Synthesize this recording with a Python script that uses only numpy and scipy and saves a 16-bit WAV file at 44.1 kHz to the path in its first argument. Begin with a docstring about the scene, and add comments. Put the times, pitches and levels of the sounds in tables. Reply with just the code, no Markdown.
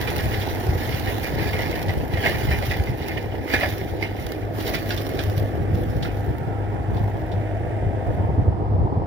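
"""An open field, where a diesel tractor creeps past with a flail mulcher behind it.
The exhaust drones and the engine clatters. The mulcher's rotor, a spinning drum of small hammers
called flails, roars and hums; its hum and the drone are so close in pitch that they slowly throb.
Branches crunch against the steel hood, sticks snap and chips spray out, until the brush runs out.
Wind buffets the microphone, which hears through two openings, the left and right ports."""
import sys
import numpy as np
from scipy import signal
from scipy.fft import rfft, irfft, next_fast_len
from scipy.io import wavfile
from scipy.ndimage import uniform_filter1d

SR = 44100
rng = np.random.default_rng(int(sys.argv[2]) if len(sys.argv) > 2 else 0)


def master(y):
    """Save y as 16-bit WAV."""
    cut = np.clip(np.atleast_2d(y).T, -1, 1)
    pcm = np.round(cut * 32767)  # scale
    wavfile.write(sys.argv[1], SR, pcm.astype(np.int16))


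N = 399546
TIME = np.arange(N) / SR
FFT_SIZE = 2 * next_fast_len(N // 2 + SR // 10)
BIN_HZ = np.fft.rfftfreq(FFT_SIZE, 1 / SR)

# how loud the passing machine drones: (time [s], level [dB])
DRONE_LEVELS = [(0.2, -35), (3.01, -39), (5.27, -31), (8.2, -29.5), (8.7, -32)]
# the rotor bites into tufts of brush: (start [s], length [s], chip spray [dB], twig crackle [dB])
BRUSH_BITES = [(0, 0.88, -50, -43), (0.844, 0.27, -40, -43.5), (1.273, 0.55, -43.5, -40.5),
               (2.24, 0.5, -41, -41), (3.015, 0.086, -50.5, -40), (3.499, 0.25, -41.5, -45),
               (4.172, 0.093, -49, -47.5), (4.598, 0.11, -40, -48.5), (4.86, 0.52, -44, -50),
               (5.754, 0.5, -51, -69), (6.942, 0.43, -59, -72), (8.048, 0.077, -63, -83)]
# branches breaking: (time [s], peak [dB], note of the wood [Hz], hood thud added to the peak [dB])
BRANCH_BREAKS = [(0.08, -28.5, 1910, -4), (0.19, -27.5, 1886, -6), (0.3428, -30.5, 1945, -28),
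                 (0.924, -30, 2110, -11), (1.073, -25.5, 1800, -4), (1.468, -29, 1740, -10),
                 (1.5318, -25, 2150, -6), (1.5914, -26, 1980, 6), (1.7561, -26, 1863, -8),
                 (1.894, -28.5, 2070, 6.5), (2.1365, -28, 1940, -7), (2.172, -26.5, 1900, 3),
                 (2.2378, -22, 1647, 3), (2.2597, -17.5, 2100, 5), (2.287, -24.5, 1766, -6),
                 (2.5122, -22, 1790, 1), (2.6253, -29, 1940, 7.5), (2.711, -23, 1970, -10),
                 (2.8712, -31.5, 2060, -9), (3.5379, -16, 1730, 0.5), (3.6088, -22.5, 2020, -15),
                 (3.633, -20, 1740, 5.5), (4.0248, -22.5, 2000, -29), (4.6652, -36, 2050, 0),
                 (4.742, -23.5, 2020, -14), (4.9054, -25.5, 1470, -6), (5.1896, -28.5, 1590, 2),
                 (6.05, -30.5, 1450, -10)]
# the notes the steel hood rings on: (pitch [Hz], level [dB], time to fade by 60 dB [s])
HOOD_NOTES = [(1500, -1, 0.3), (1700, 6, 0.17), (1796, 4, 0.15), (1917, 0, 0.026), (2046, 5, 0.17),
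              (2136, 2.5, 0.07), (2365, 1.5, 0.11), (2943, 1.5, 0.035), (3400, -3, 0.12),
              (4870, -4.5, 0.021)]


def from_db(db):
    """Turn decibels into a number to multiply by."""
    return 10 ** (np.asarray(db) / 20)


def unit_power(x):
    """Scale a signal so that its average power is 1."""
    return x / np.sqrt(np.mean(x ** 2) + 1e-20)


def over_time(rows):
    """Join (time, value) points into a curve with a value at every sample."""
    return np.interp(TIME, *np.transpose(rows))


def over_pitch(rows):
    """Join (frequency, value) points into a curve with a value at every frequency in BIN_HZ."""
    hz, value = np.transpose(rows)
    return np.interp(np.log(BIN_HZ + 1), np.log(hz), value)


def drift(rate):
    """A smooth random wobble, about 1 in size, that changes about rate times a second."""
    pole = np.exp(-40 * np.pi * rate / SR)
    noise = rng.standard_normal(N // 20 + 2002)   # one value for every 20 samples
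    slow = signal.lfilter([1], [1, -2 * pole, pole * pole], noise)[2000:]
    return np.interp(np.arange(N) / 20, np.arange(len(slow)), unit_power(slow))


def white():
    """Two unrelated, even hisses."""
    return rng.standard_normal((2, N))


def grains(per_s, spread_db):
    """Tiny random impacts; a few stand out as stronger, or as weaker if the spread is negative."""
    hits = np.flatnonzero(rng.random(N) < per_s / SR)
    noise, sizes = white(), np.zeros(N)
    sizes[hits] = from_db(spread_db * np.minimum(rng.exponential(1, N)[hits], 4))
    return unit_power(sizes * noise)


def bursts(rows, t60, lead_s=0.002, lead_db=0):
    """Loudness curve of blows (time, level): each builds for lead_s, then fades 60 dB in t60 seconds."""
    power = np.zeros(N)
    for start, db in rows:
        span = np.arange(max(0, int((start - lead_s) * SR)), min(N, int((start + t60) * SR)))
        age = span / SR - start
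        shape_db = np.where(age < 0, lead_db + 60 * age / lead_s, -60 * age / t60)
        power[span] += from_db(db + shape_db) ** 2
    return np.sqrt(power)


def swells(rows, rise_db_per_s, sag_db_per_s, fall_db_per_s):
    """Loudness curve of events (start, length, level) that rise, sag while they last, then fade."""
    now, power = TIME[::32], 0
    for start, length, db in rows:
        rise = rise_db_per_s * np.maximum(start - now, 0)
        sag = sag_db_per_s * np.clip(now - start, 0, length)
        fall = fall_db_per_s * np.maximum(now - start - length, 0)
        power = power + from_db(db - rise - sag - fall) ** 2
    return np.interp(TIME, now, np.sqrt(power))


def clumps(per_s, t60, bed):
    """Loudness curve of small random breaks, each sudden and then fading, over an even bed."""
    breaks = (rng.random(N) < per_s / SR) * rng.exponential(1, N)
    power = signal.lfilter([1], [1, -from_db(-120 / (t60 * SR))], breaks + 1e-18)
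    return unit_power(np.sqrt(power / power.mean() + bed))


def patchy(x, patch_db):
    """Every handful of splinters sounds a bit different: the level wanders over pitch and time."""
    frames = signal.stft(x, nperseg=512)[2]
    patches = uniform_filter1d(rng.standard_normal(frames.shape[1:]), size=5, axis=0)
    patches = unit_power(uniform_filter1d(patches, size=7, axis=1))
    return signal.istft(frames * unit_power(from_db(patch_db * patches)))[1][:, :N]


def ring(force, notes):
    """A pushed or struck object rings on its own notes (pitch, level, fade time)."""
    out = 0
    for hz, db, t60 in notes:
        decay = from_db(-60 / (t60 * SR))
        poles = [1, -2 * decay * np.cos(2 * np.pi * hz / SR), decay ** 2]
        gain = from_db(db) * (1 - decay ** 2) / 2
        out = out + gain * signal.lfilter([1, 0, -1], poles, force + 1e-18)
    return out


def at_ports(pair, tone, likeness=None, lag_ms=None, balance_db=None):
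    """Give two signals a tone colour, then mix them: one alike at both ports, the other opposite."""
    # how alike the machine sounds at the two ports: (frequency [Hz], likeness [0-1])
    machine_likeness = [(100, 0.41), (220, 0.43), (350, 0.51), (650, 0.92), (1000, 0.52), (2000, 0.85),
                        (3500, 0.4), (7000, 0.26), (16000, 0.21)]
    # how late it reaches the left port: (frequency [Hz], delay [ms])
    machine_lag = [(80, 1.95), (260, 0.81), (450, 0.052), (750, 0.052), (1000, 0.38), (1700, 0.58),
                   (16000, 0.527)]
    # how much louder it is on the left: (frequency [Hz], left minus right [dB])
    machine_balance = [(100, 7), (200, -0.5), (380, -5), (750, 3), (1300, -5.5), (2000, -4), (3500, -6.5),
                       (5500, -4), (7300, -5.5), (8200, -12), (9500, -13), (13000, -2.5)]
    common, opposite = rfft(pair, FFT_SIZE) * unit_power(from_db(over_pitch(tone)))
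    alike = over_pitch(likeness or machine_likeness)
    common, opposite = common * np.sqrt((1 + alike) / 2), opposite * np.sqrt((1 - alike) / 2)
    tilt = from_db(over_pitch(balance_db or machine_balance) / 2)
    delay = np.exp(-2j * np.pi * BIN_HZ * over_pitch(lag_ms or machine_lag) / 1000)
    return irfft([(common + opposite) * tilt * delay, (common - opposite) / tilt])[:, :N]


def port_phases(phase, lag_rad=0.11):
    """A low tone reaches the left port a little later than the right."""
    return phase - np.array([[lag_rad], [0]])


def over_ground(x):
    """An echo off the ground cancels some pitches, which shift as the machine moves; the bass stays."""
    # the lowest pitch that the echo cancels: (time [s], pitch [Hz])
    cancelled_pitch = [(0, 1270), (3.2, 1170), (4, 1110), (4.8, 956), (6, 1024), (7, 1370), (7.6, 1030),
                       (8.3, 1310), (9.06, 1420)]
    samples = np.arange(N)
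    earlier = samples - SR / (2 * over_time(cancelled_pitch))   # half a wave of that pitch
    echo = np.array([np.interp(earlier, samples, side) for side in np.atleast_2d(x)])
    return (x + echo) / 2


def exhaust(phase, waver_db=1.5, roughness=0.38):
    """The engine's firings leave the exhaust as a low drone that throbs unevenly."""
    # the exhaust's tones: (multiple of the firing rate, level [dB])
    harmonics = [(1, -5), (2, 2)]
    tones = sum(from_db(db + waver_db * drift(14)) * np.sin(round(multiple) * port_phases(phase))
                for multiple, db in harmonics)
    drone = from_db(over_time(DRONE_LEVELS)) * unit_power(tones * (1 + roughness * drift(21)))
    return over_ground(drone * from_db([[1.0], [-1.0]]))   # a little louder on the left


def engine_clatter(phase, knock=0.071):
    """The engine rattles with countless tiny impacts, a little louder at every firing."""
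    # how loud the clatter is: (time [s], level [dB])
    levels = [(0, -39), (4, -46.5), (5.6, -42), (6.6, -43.5), (7.7, -42), (8.2, -44), (8.6, -50.5),
              (9.06, -51.5)]
    # its tone colour: (frequency [Hz], level [dB])
    tone = [(500, 0), (1100, -2), (1400, -1), (1800, 2.5), (2400, -4.5), (3300, -15.5), (3650, -16.5),
            (4050, -32), (5700, -24.5), (7000, -28), (9300, -28.5), (12000, -35.5)]
    rattle = grains(18000, spread_db=1.5) * (1 + knock * np.cos(phase))
    return from_db(over_time(levels)) * at_ports(rattle, tone)


def rotor_hum(phase, level_db=-2.5, trend_db_per_s=-0.23, waver_db=2.5, beat_hz=2.38, swell_s=5.36):
    """The rotor hums just above the exhaust's second tone, so together they swell and sink: a beat."""
    beat = 2 * np.pi * beat_hz * (TIME - swell_s)
    hum = np.sqrt(2) * np.sin(2 * port_phases(phase) + beat + 0.28 * drift(18))
    hum_db = over_time(DRONE_LEVELS) + level_db + trend_db_per_s * TIME + waver_db * drift(8.7)
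    return from_db(hum_db) * hum * from_db([[-0.5], [0.5]])   # a little louder on the right


def rotor_roar(phase, level_db=3.0, flutter_db=1.7, throb=0.19):
    """Flails churn air and soil inside the hollow housing, pulsing with the engine; two clods knock."""
    # how loud the roar is: (time [s], level [dB])
    levels = [(0, -31), (1, -32), (2.4, -32), (3.3, -33), (4.2, -33), (4.9, -30), (5.7, -31), (6.8, -34.5),
              (7.7, -32.5), (8.3, -32), (8.65, -33.5), (9.06, -32.5)]
    # its tone colour: (frequency [Hz], level [dB])
    tone = [(60, -3.5), (150, -5), (230, -3.5), (330, 0.5), (450, -2.5), (600, -3.5), (800, 2), (950, 2),
            (1150, -2), (1500, -36), (4000, -78)]
    # the notes of the hollow housing: (pitch [Hz], level [dB], time to fade by 60 dB [s])
    housing_notes = [(240, -5.5, 0.045), (314, -6, 0.023), (417, -3.5, 0.047), (488.6, 1, 0.11)]
    # lumps of soil hitting the housing: (time [s], peak [dB])
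    clods = [(8.871, -22), (8.925, -19)]
    churn = grains(5000, spread_db=2.5) * from_db(flutter_db * drift(31)) * (1 + throb * np.cos(phase))
    force = from_db(over_time(levels)) * churn + bursts(clods, t60=0.035) * white()
    roar = at_ports(force + ring(force, housing_notes), tone)
    return from_db(level_db) * over_ground(roar)


def engine_whirr(speed, cycle_hz=12.6, level_db=-1.5, waver_db=2.5):
    """The engine sings on multiples of the rate at which its four-stroke cycle repeats."""
    # the whirr's tones: (multiple of the cycle rate, level [dB])
    harmonics = [(25, -12.5), (40, -15.5), (51, -17), (53, -17.5), (56, -10), (57, -15.5), (63, -10),
                 (72, -15)]
    cycles = np.cumsum(cycle_hz * speed) / SR
    tones = sum(from_db(db + waver_db * drift(5.5)) * np.sin(2 * np.pi * round(multiple) * cycles)
                for multiple, db in harmonics)
    return from_db(over_time(DRONE_LEVELS) + level_db) * np.sqrt(2) * over_ground(tones)


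def biting(rows):
    """Loudness curve of bites of brush: each flares up, thins as it is chewed, then clears out."""
    return swells(rows, rise_db_per_s=214, sag_db_per_s=9, fall_db_per_s=46.5)


def shredding(twig_db=4.5, crunch_db=-4, crack_db=-9, thud_db=-7.5, hood_db=1, knock_db=-8.5):
    """Twigs break in clumps, thick branches in loud bursts; the splinters ring the steel hood."""
    # tone colour of the shredding: (frequency [Hz], level [dB])
    shred_tone = [(300, 4.5), (700, 2), (1000, -2), (1350, -3), (1900, -0.5), (2500, 2), (3100, -7),
                  (4300, -9), (5600, -14.5), (7000, -26), (8500, -30), (16000, -17)]
    # tone colour of a thud on the hood: (frequency [Hz], level [dB])
    thud_tone = [(100, -30), (300, -21), (630, 0.5), (850, -7), (1300, -26), (3000, -78)]
    twig_bites = [(start, length, twig) for start, length, _, twig in BRUSH_BITES]
    twigs = from_db(twig_db) * biting(twig_bites) * clumps(per_s=85, t60=0.092, bed=0.53)
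    blows = [(start, db) for start, db, _, _ in BRANCH_BREAKS]
    # wood splinters before it gives way, so each crunch has a lead-in
    branches = from_db(crunch_db) * bursts(blows, t60=0.26, lead_s=0.17, lead_db=-6)
    cracks = from_db(crack_db) * bursts(blows, t60=0.034) * white()
    hood_blows = [(start, db + thud + thud_db) for start, db, _, thud in BRANCH_BREAKS]
    thuds = bursts(hood_blows, t60=0.14, lead_s=0.032) * white()
    splinters = patchy(np.hypot(twigs, branches) * grains(8000, spread_db=2), patch_db=3)
    ringing = from_db(hood_db) * ring(splinters + from_db(10) * cracks, HOOD_NOTES)   # cracks clank
    knocks = from_db(knock_db) * twigs * hood_knocks(per_s=60)
    return at_ports(splinters + cracks + ringing + knocks, shred_tone) + at_ports(thuds, thud_tone)


def hood_knocks(per_s):
    """Loose pieces hit the hood at random; each blow brings out a different mix of its notes."""
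    hits, out = rng.integers(0, N, int(per_s * N / SR)), 0
    for note in HOOD_NOTES:
        clicks = np.zeros(N)
        clicks[hits] = rng.standard_normal(len(hits))
        out = out + ring(clicks, [note])
    return np.array([unit_power(out), np.zeros(N)])


def chips(spray_db=5.0, flicker_db=1.9):
    """Fine chips hiss and tick out from under the hood with every bite; now and then one snaps."""
    # fine dust that never stops, fainter as the machine moves away: (time [s], level [dB])
    dust_levels = [(0, -40), (3.3, -56), (4.5, -62), (7.8, -71), (9.06, -88)]
    # single chips snapping: (time [s], peak [dB])
    chip_snaps = [(1.6197, -27), (1.8277, -27), (2.8587, -36), (3.0839, -26), (4.266, -27.5), (4.32, -27.5),
                  (4.7386, -25), (4.75, -22.5), (4.9631, -35), (5.1153, -40), (5.237, -27), (5.2982, -31),
                  (5.3787, -28.5), (6.3824, -39)]
    # tone colour of the spray: (frequency [Hz], level [dB])
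    tone = [(2000, 9), (5000, 3), (6500, -3), (8200, -17), (10000, -5.5), (12350, -0.5), (12620, 8),
            (12850, -5), (14200, 6), (16000, -4)]
    spray_bites = [(start, length, spray) for start, length, spray, _ in BRUSH_BITES]
    flow = np.hypot(biting(spray_bites), from_db(over_time(dust_levels)))
    flow *= from_db(spray_db + flicker_db * drift(29))
    hiss = flow * clumps(per_s=70, t60=0.017, bed=3) * grains(22000, spread_db=2)
    snaps = bursts(chip_snaps, t60=0.022) * white()
    return at_ports(patchy(hiss, patch_db=2.5) + snaps, tone)


def wind(level_db=9.0, flutter_db=5.0, surge_db=4.0):
    """Swirls of air rumble on the microphone; the small ones differ more between the two ports."""
    # how hard the wind blows: (time [s], level [dB])
    levels = [(0.0, -38.5), (2.75, -35.5), (3.5, -46), (4.06, -43.5), (4.62, -46.5), (5.83, -33),
              (6.38, -38.5), (6.91, -37), (7.47, -43.5), (8.0, -36.5), (8.17, -32), (9.06, -34)]
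    # tone colour of the rumble: (frequency [Hz], level [dB])
    tone = [(15, -36), (30, -26), (45, -6), (70, 1), (100, 1), (140, -3.5), (200, -12.5), (350, -17.5),
            (800, -27), (2500, -106)]
    swirls = at_ports(white(), tone, likeness=[(90, 0.6), (250, 0.41)],
                      lag_ms=[(100, 0.86)], balance_db=[(100, 0.71)])
    swirls /= np.sqrt(uniform_filter1d(np.mean(swirls ** 2, axis=0), size=SR // 7))   # even them out
    gusts_db = flutter_db * np.tanh(drift(32.4)) + surge_db * np.tanh(drift(11.2))
    return from_db(over_time(levels) + level_db + gusts_db) * swirls


def breeze(level_db=-64.0):
    """A faint, even hiss from the dry field."""
    # tone colour of the hiss: (frequency [Hz], level [dB])
    tone = [(1000, 3.5), (5300, 6), (6600, -33.5), (16000, -49)]
    return from_db(level_db) * at_ports(white(), tone, likeness=[(1000, 0)])


def wood_notes(level_db=-2.0, t60=0.13, scatter=0.0247):
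    """Each breaking branch rings briefly on tones of its own; the higher ones die sooner."""
    # the tones of a branch: (multiple of its note, level [dB])
    branch_tones = [(1.001, 0.5), (1.061, -4), (1.701, -20), (2.2, -19), (2.7, -20)]
    out, age = np.zeros(N), np.arange(int(t60 * SR)) / SR
    for start, db, hz, _ in BRANCH_BREAKS:
        for ratio, tone_db in branch_tones:
            pitch = hz * ratio * (1 + scatter * rng.standard_normal())
            fading = from_db(db + level_db + tone_db - 60 * age * np.sqrt(ratio) / t60)
            out[int(start * SR):][:len(age)] += fading * np.sin(2 * np.pi * (pitch * age + rng.random()))
    return at_ports(np.array([out, np.zeros(N)]), tone=[(1000, 0)])


def sticks(level_db=-11.0, t60=0.14, note_hz=3450, note_db=-6.5, scatter=0.066):
    """A dry stick gives way at once, with a bright crack, its own note and a short tail of splinters."""
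    # sticks snapping clear of the hood: (time [s], peak [dB])
    snaps = [(0.0812, -24), (0.182, -25), (0.339, -23.5), (0.413, -22.5), (0.486, -25), (0.844, -27),
             (0.928, -27), (1.883, -26.5), (2.697, -26.5), (3.025, -30.5), (4.602, -26), (4.6668, -20.5),
             (4.744, -19.5), (4.906, -18), (4.976, -23), (5.1904, -21), (5.3787, -34), (6.0255, -21.5),
             (6.9671, -34.5), (7.3164, -32.5)]
    # tone colour of the crack: (frequency [Hz], level [dB])
    tone = [(1200, -15), (2600, -0.5), (3600, 3), (5400, -5.5), (7000, -19.5), (16000, -32)]
    notes = 0
    for snap in snaps:
        pitch = note_hz * (1 + scatter * rng.standard_normal())
        notes = notes + bursts([snap], t60) * np.sin(2 * np.pi * pitch * TIME)
    splinters = at_ports(bursts(snaps, t60) * grains(6000, spread_db=-2.5), tone)
    return from_db(level_db) * (splinters + from_db(note_db) * notes)


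def buffets(thump_hz=88, scatter=0.16, width_s=0.0077, skew=0.51):
    """A big swirl of wind rocks the air pressure for a few uneven, lopsided waves: a short thump."""
    # swirls hitting the microphone: (time [s], peak [dB])
    thumps = [(0.389, -16), (0.694, -11), (0.758, -16.5), (2.19, -16), (2.52, -17), (5.383, -15),
              (5.744, -12), (7.039, -17.5), (8.209, -16), (8.387, -16), (8.486, -9), (8.547, -17),
              (8.72, -15.5), (8.796, -13), (8.975, -9.5)]
    push = sum(from_db(db) / (1 + ((TIME - moment) / width_s) ** 2) for moment, db in thumps)
    pitch = thump_hz * np.exp(scatter * drift(30.56))
    phase = port_phases(2 * np.pi * np.cumsum(pitch) / SR)
    return push * np.sin(phase + skew * np.sin(phase))


def growls(level_db=-13.5, t60=0.012):
    """Now and then the roar swells up around one pitch and sinks back."""
    # the swells of the roar: (start [s], length [s], level [dB], pitch [Hz])
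    events = [(4.65, 0.79, -36.5, 633), (6.3, .33, -46.5, 1334), (7.45, 0.73, -35, 634),
              (8.305, 0.77, -48.5, 1230)]
    # their tone colour, with no treble: (frequency [Hz], level [dB])
    tone = [(1500, -2), (4000, -59)]
    out = 0
    for start, length, db, hz in events:
        note = [(hz, 0, t60)]
        band = unit_power(ring(ring(white(), note), note))
        swell = swells([(start, length, db)], rise_db_per_s=22, sag_db_per_s=1.5, fall_db_per_s=24)
        out = out + band * swell
    return from_db(level_db) * at_ports(out, tone)


def scene(firing_hz=50.55, wobble=0.0015):
    """Tractor, mulcher and wind in the open field."""
    speed = 1 + wobble * drift(3.93)   # the engine's governor holds its speed almost steady
    phase = 2 * np.pi * np.cumsum(firing_hz * speed) / SR   # one turn per firing
    machine = exhaust(phase) + engine_clatter(phase) + rotor_hum(phase) + rotor_roar(phase)
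    machine += engine_whirr(speed) + growls()
    brush = shredding() + wood_notes() + sticks() + chips()
    return machine + brush + wind() + buffets() + breeze()


def record(dry, bass_cut_hz=32, treble_cut_hz=16000):
    """The microphone loses the deepest bass, and the highest treble is cut steeply."""
    bass_cut = signal.butter(2, bass_cut_hz, "high", fs=SR, output="sos")
    treble_cut = signal.ellip(10, 0.1, 70, treble_cut_hz, fs=SR, output="sos")
    return signal.sosfilt(treble_cut, signal.sosfilt(bass_cut, dry))


dry = scene()
out = record(dry)
master(out)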